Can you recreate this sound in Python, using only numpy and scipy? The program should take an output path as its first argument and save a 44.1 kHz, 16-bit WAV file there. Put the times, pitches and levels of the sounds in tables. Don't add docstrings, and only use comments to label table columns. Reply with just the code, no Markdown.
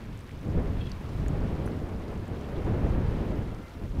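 import sys
import numpy as np
from scipy import signal
from scipy.fft import rfft, irfft
from scipy.io import wavfile

SR = 44100
rng = np.random.default_rng(int(sys.argv[2]) if len(sys.argv) > 2 else 0)


def file_out(sig):
    cols = np.atleast_2d(sig).T
    lim = np.clip(cols, -1, 1)
    pcm = np.round(lim * 32767).astype(np.int16)
    wavfile.write(sys.argv[1], SR, pcm)


N = 176400

# time in seconds, rumble in dB, roar in dB.
GUST_LEVELS = [(0, -44, -54.5), (.09, -37, -54.5), (.2, -42, -79), (.28, -48, -82), (.33, -37, -54),
               (.41, -39.5, -58), (.47, -25.5, -41), (.54, -29, -41.5), (.58, -22, -35.5),
               (.62, -27.5, -40), (.75, -31.5, -43.5), (.87, -32.5, -48), (.97, -38, -64),
               (1.1, -34.5, -49.5), (1.2, -29, -43), (1.32, -28, -39.5), (1.52, -30.5, -37),
               (1.62, -32.5, -38.5), (1.72, -31.5, -40), (1.91, -35, -41), (1.97, -32, -43.5),
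               (2.07, -38, -44.5), (2.12, -33, -37.5), (2.2, -31, -44.5), (2.24, -38, -41.5),
               (2.28, -38, -43.5), (2.315, -35, -39), (2.39, -36.5, -42), (2.52, -38.5, -40.5),
               (2.58, -30.5, -36), (2.625, -34, -39.5), (2.67, -30, -34.5), (2.72, -25.5, -32.5),
               (2.79, -29.5, -37.5), (2.85, -24, -32.5), (2.91, -27, -37), (2.945, -26, -34.5),
               (3.03, -25, -38.5), (3.11, -26.5, -37), (3.2, -28, -38), (3.39, -32, -37), (3.45, -30, -43),
               (3.51, -36, -45), (3.62, -41.5, -46.5), (3.655, -48, -56), (3.74, -48, -57),
               (3.77, -35, -49.5), (3.8, -42, -49.5), (3.84, -30.5, -40.5), (3.885, -39, -54),
               (3.92, -35.5, -50), (3.97, -31, -43), (4, -21, -44)]
RUMBLE_GAIN_DB, ROAR_GAIN_DB = 0.5, 9.5
# frequency in Hz, relative level in dB.
WIND_TONE = [(15, -7.5), (38, 1), (90, -0.5), (170, -5.5), (300, -10.5), (600, -19), (1100, -30),
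             (2200, -40), (5000, -64.5), (16000, -96)]
# time in seconds, peak in dB, half width in seconds.
EDDIES = [(0.566, -15, 0.004), (1.456, -25, 0.0015), (2.12, -28, 0.0035), (2.317, -26.5, 0.0014),
          (2.843, -19, .005), (2.951, -15.5, 0.0044), (3.086, -21, 0.0015), (3.393, -19.5, 0.0024),
          (3.847, -24.5, 0.0025), (3.912, -26.5, 0.0048)]
# frequency in Hz, relative level in dB.
LAVA_TONE = [(40, 0), (150, -1.5), (420, -4.5), (750, -12), (1000, -10.5), (1400, -14.5), (2200, -17.5),
             (3300, -22), (5000, -29.5), (7800, -39.5), (12000, -41.5), (15500, -48)]
# time in seconds, level in dB.
LAVA_LEVELS = [(0, -47), (.3, -49), (1.0, -44.5), (1.6, -46.5), (2.0, -47.5), (2.5, -46), (2.75, -46),
               (3.2, -44), (3.5, -47.5), (3.68, -48.5), (3.87, -50.5), (4, -46.5)]
# frequency in Hz, relative level in dB.
HISS_TONE = [(1000, -20), (5000, 2), (9500, -1.5), (13500, -2.5), (15600, -4)]
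# start in seconds, peak in dB, pitch in Hz,
# seconds to fade by 60 dB, level of the grit against the ring in dB.
CRUST_TICKS = [(.175, -48, 7200, .009, -2), (.1915, -48, 6300, .008, 2), (0.2928, -42.5, 2020, 0.016, -16),
               (.310, -40.5, 2300, .009, -16), (.316, -48, 5300, .005, -1), (.896, -48, 6600, .009, 0),
               (0.9173, -34, 4590, 0.0077, -24), (1.2627, -36, 1700, .009, -20),
               (1.2816, -46, 11000, .004, 4), (1.283, -38, 6850, 0.0073, -6), (1.676, -32, 1500, .006, -20),
               (1.719, -47, 4000, .004, -14), (1.953, -39, 676, 0.025, -24), (2.2795, -45, 7500, 0.0058, 8),
               (2.412, -50, 5930, .006, -12), (3.5465, -44, 5600, .0025, 10)]
# multiple of the pitch, relative level in dB.
CHIP_NOTES = [(1, 0), (1.09, -6.5), (1.27, -7), (1.62, -21), (2.07, -23)]
# start in seconds, length in seconds, level in dB,
# pitch in Hz, width of the noise band in Hz.
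CRUST_SCRAPES = [(0.199, 0.017, -63, 8540, 2200), (1.579, .025, -52, 1200, 450),
                 (1.653, 0.022, -56.5, 9900, 3600), (1.655, 0.034, -61.5, 5940, 350),
                 (1.678, 0.011, -62, 11200, 900), (2.434, 0.023, -53.5, 2970, 1100),
                 (2.547, 0.03, -56, 3300, 1800), (3.345, .06, -70, 12300, 1400)]
# start in seconds, length in seconds, level in dB, pitch in Hz.
SQUEAK_SLIPS = [(.8075, .018, -44, 3270), (.819, 0.041, -56, 3310), (0.854, .014, -51, 3370),
                (.8675, 0.016, -46.5, 3265)]
# multiple of the pitch, relative level in dB.
SQUEAK_NOTES = [(.805, -6), (1, -1), (1.137, -15), (1.277, -13.5)]
# pitch in Hz, width in Hz, relative level in dB.
WHISTLE_NOTES = [(1365, 44, 1.5), (2073, 23, -5)]
# time in seconds, level in dB.
WHISTLE_LEVELS = [(3.2, -80), (3.42, -63), (3.68, -59.5), (3.85, -78), (4, -72)]


def wind(split_hz=257):
    gusts = np.array(GUST_LEVELS)
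    rumble_db = RUMBLE_GAIN_DB + curve(gusts[:, [0, 1]])
    roar_db = ROAR_GAIN_DB + curve(gusts[:, [0, 2]])
    bass_share = 1 / (1 + (frequencies() / split_hz) ** 4)
    hollow_ring = from_db(4 * resonance(hz=427, width_hz=18))
    flutter_db = 0.9 * wander(per_second=70)
    rumble = noise(tone(WIND_TONE) * np.sqrt(bass_share))
    roar = noise(tone(WIND_TONE) * np.sqrt(1 - bass_share) * hollow_ring)
    return rumble * from_db(rumble_db) + roar * from_db(roar_db + flutter_db)


def wind_thumps():
    out = np.zeros(N)
    for when, db, half_width in EDDIES:
        offset = (np.arange(N) / SR - when) / half_width
        out += from_db(db) * (offset ** 2 - 1) * np.exp(-offset ** 2 / 2)
    return out


def lava_rush(hiss_db=-69):
    waver_db = 0.28 * wander(per_second=6.6)
    octave = np.log2(frequencies() / 30)
    rush = np.zeros(N)
    for centre in range(10):
        band = np.sqrt(np.maximum(1 - abs(octave - centre), 0))
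        band_noise = noise(tone(LAVA_TONE) * band)
        flicker_db = wander(per_second=25.19)
        rush += band_noise * from_db(waver_db + flicker_db)
    hiss = noise(tone(HISS_TONE)) * from_db(hiss_db - 0.5 * wander(per_second=14))
    return rush * from_db(curve(LAVA_LEVELS)) + hiss


def chip_snap(hz, fade_s, grit_db, attack_s=0.00027):
    t = np.arange(2048) / SR
    ring = sum(from_db(db) * np.sin(2 * np.pi * hz * ratio * t)
               for ratio, db in CHIP_NOTES if hz * ratio < SR / 2)
    soften = signal.butter(2, 11500, fs=SR)
    grit = from_db(grit_db) * signal.lfilter(*soften, rng.standard_normal(len(t)))
    attack = 1 - np.exp(-t / attack_s)
    snap = (ring + grit) * attack * from_db(-60 * t / fade_s)
    return snap / np.max(abs(snap))


def crust_ticks():
    out = np.zeros(N)
    for start, db, hz, fade_s, grit_db in CRUST_TICKS:
        add(out, start, from_db(db) * chip_snap(hz, fade_s, grit_db))
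    return out


def crust_scrapes():
    out = np.zeros(N)
    for start, length, db, hz, width_hz in CRUST_SCRAPES:
        samples = int(length * SR)
        rub = noise(resonance(hz, width_hz))[:samples]
        add(out, start, from_db(db) * normalize(rub) * swell(samples, rise_share=0.51))
    return out


def squeak(jitter_share=0.016):
    out = np.zeros(N)
    for start, length, db, hz in SQUEAK_SLIPS:
        samples = int(length * SR)
        ring = np.zeros(samples)
        for ratio, note_db in SQUEAK_NOTES:
            jitter = jitter_share * wander(per_second=500)[:samples]
            pitch = hz * ratio * (1 + jitter)
            ring += from_db(note_db) * np.sin(2 * np.pi * np.cumsum(pitch) / SR)
        add(out, start, from_db(db) * normalize(ring) * swell(samples, rise_share=0.23))
    return out


def air_whistle():
    gain = sum(from_db(db) * resonance(hz, width_hz) for hz, width_hz, db in WHISTLE_NOTES)
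    return normalize(noise(gain)) * from_db(curve(WHISTLE_LEVELS))


def crackle(per_second=150, level_db=-66):
    out = np.zeros(N)
    for when, size, height in rng.random((int(per_second * N / SR), 3)):
        hz = 1550 * 4.65 ** height
        size_db = 1.5 * min(-np.log(1 - size), 3)
        gain = from_db(size_db - 8 * height)
        add(out, when * N / SR, gain * chip_snap(hz, fade_s=0.0022, grit_db=-9))
    return normalize(out) * from_db(level_db)


def from_db(db):
    return 10 ** (np.asarray(db) / 20)


def normalize(x):
    return x / np.sqrt(np.mean(x ** 2) + 1e-24)


def curve(rows):
    return np.interp(np.arange(N) / SR, *np.array(rows).T)


def swell(samples, rise_share):
    return np.interp(np.linspace(0, 1, samples), [0, rise_share, 1], [0, 1, 0])


def wander(per_second):
    points = rng.standard_normal(2048)
    return 1.3 * np.interp(np.arange(N) / SR * per_second, np.arange(2048), points)


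def frequencies():
    return np.maximum(np.arange(N // 2 + 1) * SR / N, 1)


def tone(rows):
    hz, db = np.array(rows).T
    return normalize(from_db(np.interp(np.log(frequencies()), np.log(hz), db)))


def resonance(hz, width_hz):
    return 1 / (1 + (2 * (frequencies() - hz) / width_hz) ** 2)


def noise(gain):
    return irfft(rfft(rng.standard_normal(N)) * gain, N)


def add(out, start, sound):
    i = int(np.clip(start * SR, 0, N - 1))
    out[i:i + len(sound)] += sound[:N - i]


def scene():
    air = wind() + wind_thumps() + air_whistle()
    return (air + lava_rush() + crust_ticks() + crust_scrapes() + squeak() + crackle())[None]


def record(dry):
    return signal.sosfilt(signal.ellip(10, .1, 80, 15550, fs=SR, output="sos"), dry)


dry = scene()
out = record(dry)
file_out(out)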